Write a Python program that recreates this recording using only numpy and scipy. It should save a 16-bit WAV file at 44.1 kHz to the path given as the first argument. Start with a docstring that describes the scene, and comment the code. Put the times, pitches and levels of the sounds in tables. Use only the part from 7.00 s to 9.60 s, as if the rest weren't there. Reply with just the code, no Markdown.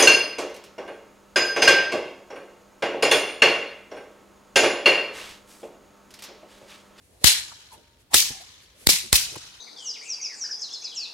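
"""On a lawn in front of sheet-metal sheds, a bullwhip is cracked four times.
Each crack is a coloured noise burst that overloads both microphones: gain change, low swing, saturation.
It returns from the ribbed wall as a short noise blow and scatters among the trees as decaying noise.
Between cracks the thong swishes (gliding noise bands and hiss) and thumps softly (low noise bursts).
Two faint tones ring between the first cracks, over a quiet outdoor noise floor."""
import sys
import numpy as np
from scipy import signal
from scipy.fft import rfft, irfft
from scipy.io import wavfile
from scipy.ndimage import uniform_filter1d

SR = 44100
rng = np.random.default_rng(int(sys.argv[2]) if len(sys.argv) > 2 else 0)


def transcribe(u):
    """Save the signal u as a 16-bit wav file named by the first command-line argument.

    u: samples, shape (n,) or (channels, n), limited to [-1, 1]; the rate is SR.
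    q: integer samples, one column per channel.
    """
    v = np.clip(np.atleast_2d(u).T, -1, 1)
    q = np.round(v * 32767).astype(np.int16)
    wavfile.write(sys.argv[1], SR, q)


N = 114660
T, HZ = np.arange(N) / SR, np.fft.rfftfreq(N, 1 / SR)


def amp(db):
    """Decibels to gain."""
    return 10 ** (np.asarray(db) / 20)


def unit(x):
    """Scales to rms 1."""
    return x / np.sqrt(np.mean(x ** 2) + 1e-20)


def read(points, hz):
    """Reads a table on a log-frequency axis."""
    f, value = np.transpose(points)
    return np.interp(np.log(hz + 1), np.log(f + 1), value)


def pan(db):
    """Left gain raised by db, right gain lowered by db."""
    return amp([[db], [-db]])


def peak(at_s, rise_s, decay_s):
    """Envelope that grows exponentially to 1 at a moment and dies away exponentially."""
    before_s, after_s = np.maximum(at_s - T, 0), np.maximum(T - at_s, 0)
    return np.exp(-before_s / rise_s - after_s / decay_s)


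# Likeness of left and right. Each row: frequency in Hz, correlation from 0 to 1.
SIDE_LIKENESS = [(60, .88), (250, 0.99), (1000, 0.2), (4000, 0), (16000, 0.22)]
# The same for shocks. Each row: frequency in Hz, correlation from 0 to 1.
SHOCK_LIKENESS = [(60, 0.19), (1000, 0.17), (4000, .3), (16000, .1)]


def noise(spectrum, likeness=SIDE_LIKENESS, grain_db=0):
    """Stereo noise of rms 1, coloured by a spectrum; grain_db makes the sample levels uneven."""
    grain = amp(grain_db * rng.standard_normal((2, N)))
    a, b = rfft(rng.standard_normal((2, N)) * grain)
    c = np.clip(read(likeness, HZ), -1, 1)
    sides = np.array([a, c * a + np.sqrt(1 - c ** 2) * b])
    return unit(irfft(sides * amp(read(spectrum, HZ)), N))


def blows(rows, spectrum, rise_s, likeness):
    """Short bursts cut from one coloured noise by sharp envelopes."""
    level = sum(amp(db) * peak(at_s, rise_s, decay_s) for at_s, db, decay_s in rows)
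    return noise(spectrum, likeness) * level


# Outdoor floor spectrum. Each row: frequency in Hz, relative density in dB per Hz.
AIR_SPECTRUM = [(20, -42), (55, 0.65), (90, 0.48), (150, -11), (400, -12), (700, -18), (1500, -26),
                (4000, -29), (10000, -30), (16000, -36)]
AIR_RMS_DB = -61.5


def outdoor_air():
    """Still outdoor air: steady noise, strongest in the bass."""
    return amp(AIR_RMS_DB) * noise(AIR_SPECTRUM)


# Faint tones. Each row: frequency in Hz, rms level in dB at the envelope peak.
RING_TONES = [(598, -71), (930, -69)]
RING_AT_S, RING_RISE_S, RING_DECAY_S, RING_END_S = 0.74, 0.015, 0.43, 1


def ring():
    """Two faint sines of fixed pitch that fade, then stop smoothly."""
    ending = (1 - np.tanh((T - RING_END_S) / RING_RISE_S)) / 2
    level = peak(RING_AT_S, RING_RISE_S, RING_DECAY_S) * ending
    return level * sum(amp(db) * np.sqrt(2) * np.sin(2 * np.pi * hz * T) for hz, db in RING_TONES)


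# Soft thumps of the thong. Each row: peak time in seconds, level in dB, decay in seconds.
THUMP_EVENTS = [(1.307, -33, .007), (2.368, -33, .005)]
# Thump spectrum. Each row: frequency in Hz, relative density in dB per Hz.
THUMP_SPECTRUM = [(30, -14), (80, 10), (140, 3.5), (250, 2.5), (430, -1), (700, -20.5), (2000, -24),
                  (16000, -52)]
THUMP_RISE_S = .003


def thumps():
    """Soft blows of the thong: short, mostly low noise bursts."""
    return blows(THUMP_EVENTS, THUMP_SPECTRUM, THUMP_RISE_S, SIDE_LIKENESS)


# Passes of the thong. Each row: centre in seconds, Gaussian width in seconds, start pitch in Hz,
# end pitch in Hz, whistle level in dB, hiss level in dB, whistle bandwidth per pole in Hz.
SWISH_EVENTS = [(.04, 0.028, 292, 304, -86, -65, 300), (.15, .06, 400, 605, -62.5, -63, 613),
                (0.227, 0.012, 440, 660, -50, -53.5, 400), (0.523, 0.0092, 1213, 1093, -47.5, -57, 800),
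                (0.736, 0.014, 950, 893, -47.5, -51, 203), (0.781, 0.033, 518.6, 419, -57.5, -70.5, 500),
                (1.01, .015, 382, 392, -74, -61.5, 393), (1.122, .0075, 830, 1020, -42, -46, 240),
                (1.345, 0.029, 828, 783, -51.5, -61, 130), (1.417, 0.011, 710, 760, -46.5, -51, 100),
                (1.636, 0.017, 1800, 1710, -69, -58.5, 254), (1.759, 0.013, 540, 600, -63, -72.5, 130),
                (1.827, 0.034, 352, 457, -59, -51, 400), (1.939, 0.012, 180, 170, -44, -66, 80),
                (2.054, 0.015, 352, 218, -48.5, -53, 258), (2.334, 0.013, 387, 510, -48, -49, 201),
                (2.361, 0.0032, 868, 1000, -36.5, -40, 397)]
# Hiss spectrum. Each row: frequency in Hz, relative density in dB per Hz.
HISS_SPECTRUM = [(500, -13), (2000, 2.5), (5000, -1), (11000, 2), (16000, -17)]


def swishes():
    """Eddies behind the moving thong: a fuzzy whistle of gliding pitch, and hiss."""
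    out, hiss = np.zeros((2, N)), noise(HISS_SPECTRUM)
    air = rng.standard_normal((3, N)) + 1j * rng.standard_normal((3, N))
    turbulence = air[:2] + air[2]  # the third stream is common to both sides
    for at_s, width_s, start_hz, end_hz, whistle_db, hiss_db, spread_hz in SWISH_EVENTS:
        pitch_hz = np.interp(T, [at_s - width_s, at_s + width_s], [start_hz, end_hz])
        pole = np.exp(-np.pi * spread_hz / SR)
        eddies = signal.lfilter([1], np.poly([pole, pole]), turbulence)
        carrier = np.exp(2j * np.pi * np.cumsum(pitch_hz) / SR)
        whistle = unit((eddies * carrier).real)
        passing = np.exp(-.5 * ((T - at_s) / width_s) ** 2)
        out += passing * (amp(whistle_db) * whistle + amp(hiss_db) * hiss)
    return out


GRAIN_DB, FLUTTER_DB = 1, 1.24  # standard deviations
PATCH_DB, PATCH_BINS, PATCH_FRAMES = 1.6, 5, 4


def tail(at_s, spectrum, t60, rise_s):
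    """Dense reflections that build up in uneven clusters, each band dying at its own speed."""
    hz, t, bands = signal.stft(noise(spectrum, grain_db=GRAIN_DB), SR, nperseg=256)
    clusters = rng.standard_normal(bands.shape[1:])
    clusters = uniform_filter1d(clusters, PATCH_BINS, axis=0)
    clusters = unit(uniform_filter1d(clusters, PATCH_FRAMES, axis=1))
    decay = np.exp(-np.log(1000) * np.maximum(t - at_s, 0) / read(t60, hz)[:, None])
    x = signal.istft(bands * amp(PATCH_DB * clusters) * decay, SR, nperseg=256)[1][:, :N]
    flutter = unit(uniform_filter1d(rng.standard_normal(N), size=220))
    build_up = 1 - np.exp(-np.maximum(T - at_s, 0) / rise_s)
    return x * amp(FLUTTER_DB * flutter) * build_up


RIPPLE_DB, RIPPLE_STEP_HZ = 2.0, 70


def ripple(x):
    """Fine random colour shared by all echoes of one burst."""
    knots_hz = np.arange(0, SR / 2, RIPPLE_STEP_HZ)
    db = np.interp(HZ, knots_hz, rng.standard_normal(len(knots_hz)))
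    return irfft(rfft(x) * unit(amp(RIPPLE_DB * db)), N)


# Wall and near scatter spectrum. Each row: frequency in Hz, relative density in dB per Hz.
ECHO_SPECTRUM = [(60, -25), (200, -19.5), (650, -23), (970, -18), (1350, -17.5), (2200, -5.5), (2800, -5.5),
                 (4300, 1), (7000, -4.5), (10000, -6.5), (13000, -8.5), (16000, -18)]
# Far tail spectrum. Each row: frequency in Hz, relative density in dB per Hz.
FAR_SPECTRUM = [(100, 0), (600, -17.5), (1000, -9.5), (1500, -11.5), (2500, -7.5), (4000, 1), (7000, 0.5),
                (10000, -10), (16000, -34.5)]
# Near scatter decay. Each row: frequency in Hz, time to fall 60 dB in seconds.
NEAR_DECAY = [(200, 0.17), (1000, .4), (2200, 0.39), (4500, 0.36), (9000, .35), (16000, 0.23)]
# Far tail decay. Each row: frequency in Hz, time to fall 60 dB in seconds.
FAR_DECAY = [(200, 1), (1500, 2.09), (4000, 1.37), (8000, 0.95), (16000, 1.7)]
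WALL_RISE_S, WALL_DECAY_S, SCATTER_RISE_S, FAR_RISE_S = .005, .010, 0.013, .065
ECHO_PAN_DB = 0.5


def echo(at_s, wall_db, wall_delay_s, scatter_db, far_db, brightness):
    """The ribbed wall, the yard and the distant trees throw a crack back."""
    colour = [(hz * brightness, db) for hz, db in ECHO_SPECTRUM]
    wall_level = amp(wall_db) * peak(at_s + wall_delay_s, WALL_RISE_S, WALL_DECAY_S) * (T > at_s)
    wall = wall_level * noise(colour, grain_db=GRAIN_DB)
    near = amp(scatter_db) * tail(at_s, colour, NEAR_DECAY, SCATTER_RISE_S)
    far = amp(far_db) * tail(at_s, FAR_SPECTRUM, FAR_DECAY, FAR_RISE_S)
    return pan(ECHO_PAN_DB) * ripple(wall + near + far)


# The yard's answer to each crack. Each row: wall echo in dB, wall delay in seconds, near scatter in dB,
# far tail in dB, frequency factor on the wall and near scatter spectrum.
YARD_ANSWERS = [(-5.5, 0.029, -4.5, -33, 0.95), (-33, 0.025, -6.5, -32.5, 1.17),
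                (-10.5, .030, -7.5, -36, 1.026), (-10, .030, -11, -29.5, 1.067)]


def echoes():
    """Every crack comes back from the same yard."""
    return sum(echo(row[0], *answer) for row, answer in zip(CRACK_EVENTS, YARD_ANSWERS))


# Side shocks and hard reflections. Each row: peak time in seconds, level in dB, decay in seconds.
SNAP_EVENTS = [(1.135, -20, .0015), (1.8915, -10, .0016), (2.1318, -7, .002), (2.144, -20, .002)]
# Snap spectrum. Each row: frequency in Hz, relative density in dB per Hz.
SNAP_SPECTRUM = [(60, -8), (300, 5), (620, -3.5), (950, 9.5), (1400, -7), (2200, 1), (4000, -4),
                 (8000, -4.5), (16000, -28)]
SNAP_RISE_S = 0.0005


def snaps():
    """Separate side shocks and hard reflections near the cracks: very short noise bursts."""
    return blows(SNAP_EVENTS, SNAP_SPECTRUM, SNAP_RISE_S, SHOCK_LIKENESS)


# Shock spectrum. Each row: frequency in Hz, relative density in dB per Hz.
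SHOCK_SPECTRUM = [(40, -14), (150, -7.5), (400, 0), (620, -14), (950, -0.5), (1350, -9.5), (1900, 2),
                  (2600, -7), (3600, 3.5), (6000, -2), (10000, -2.5), (16000, -14.5)]
SHOCK_PAN_DB = -0.26


def crack(at_s, shock_db, hold_s, decay_s, lead_db, lead_s):
    """The tip tears up to speed and sheds shocks: rising noise, then a held and decaying burst."""
    lead_in = amp(lead_db) * peak(at_s, lead_s, lead_s)
    burst = amp(shock_db) * np.exp(-np.maximum(T - at_s - hold_s, 0) / decay_s)
    level = np.where(T < at_s, lead_in, burst)
    return pan(SHOCK_PAN_DB) * level * noise(SHOCK_SPECTRUM, SHOCK_LIKENESS)


# Whip cracks. Each row: start in seconds, shock level in dB, shock hold in seconds, shock decay in seconds,
# lead-in level in dB, lead-in rise in seconds.
CRACK_EVENTS = [(.2424, -3.5, .0015, .0045, -11, .0013), (1.1428, -1.5, .0055, .0042, -15, .0045),
                (1.8704, 0, .0012, .0018, -14, .0019), (2.1281, -3, .002, .0042, -20, .0028)]


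def cracks():
    """Direct shocks of the whip."""
    return sum(crack(*row) for row in CRACK_EVENTS)


def scene():
    """Still outdoor air, the moving thong, and the cracks with their echoes."""
    thong = thumps() + swishes()
    return outdoor_air() + ring() + thong + echoes() + snaps() + cracks()


DEAF_AFTER_S, DEAF_EDGE_S, RECOVER_S = .0026, .0004, .0011


def deafness(at_s, length_s, change_db):
    """Gain of a microphone that a shock upsets for some milliseconds."""
    stunned = (1 + np.tanh((T - at_s - DEAF_AFTER_S) / DEAF_EDGE_S)) / 2
    not_recovered = (1 - np.tanh((T - at_s - length_s) / (2 * RECOVER_S))) / 2
    return amp(change_db * stunned * not_recovered)


SWING_HZ, SWING_DECAY_S = 56, 0.015
SWING_RUSH_TURNS, SWING_RUSH_S = 0.62, 0.0027  # extra turns while the swing starts fast


def swing(at_s, db):
    """The low, slowing swing with which an overloaded microphone settles."""
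    t = np.maximum(T - at_s, 0)
    turns = SWING_HZ * t + SWING_RUSH_TURNS * (1 - np.exp(-t / SWING_RUSH_S))
    return amp(db) * np.exp(-t / SWING_DECAY_S) * np.sin(2 * np.pi * turns)


# Microphone overload at each crack. Each row: left upset in seconds, left gain change in dB,
# right upset in seconds, right gain change in dB, left swing in dB, right swing in dB.
MIC_OVERLOADS = [(0.004, 4.5, 0.027, -38.5, -14, -7.5), (.012, -7, 0.023, -4.5, -44, -20.5),
                 (.0185, -12, .0185, -18, -12.5, -12.5), (0.009, -3, 0.011, -10.5, -21.5, -9)]
LEFT_LAG_S, CEILING, LOW_CUT_HZ, HIGH_CUT_HZ = .001, .9, 30, 16100


def record(dry):
    """Both microphones change gain and swing at each crack, and saturate; then the band limit."""
    gain, bias = np.ones((2, N)), np.zeros((2, N))
    for (at_s, *_), overload in zip(CRACK_EVENTS, MIC_OVERLOADS):
        left_s, left_db, right_s, right_db, left_swing_db, right_swing_db = overload
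        gain *= [deafness(at_s, left_s, left_db), deafness(at_s, right_s, right_db)]
        bias += [-swing(at_s + LEFT_LAG_S, left_swing_db), swing(at_s, right_swing_db)]
    saturated = CEILING * np.tanh((dry * gain + bias) / CEILING)
    low_cut = signal.butter(2, LOW_CUT_HZ, "high", fs=SR, output="sos")
    high_cut = signal.firwin(401, HIGH_CUT_HZ, window=("kaiser", 7), fs=SR)
    return signal.oaconvolve(signal.sosfilt(low_cut, saturated), high_cut[None], "same")


dry = scene()
out = record(dry)
transcribe(out)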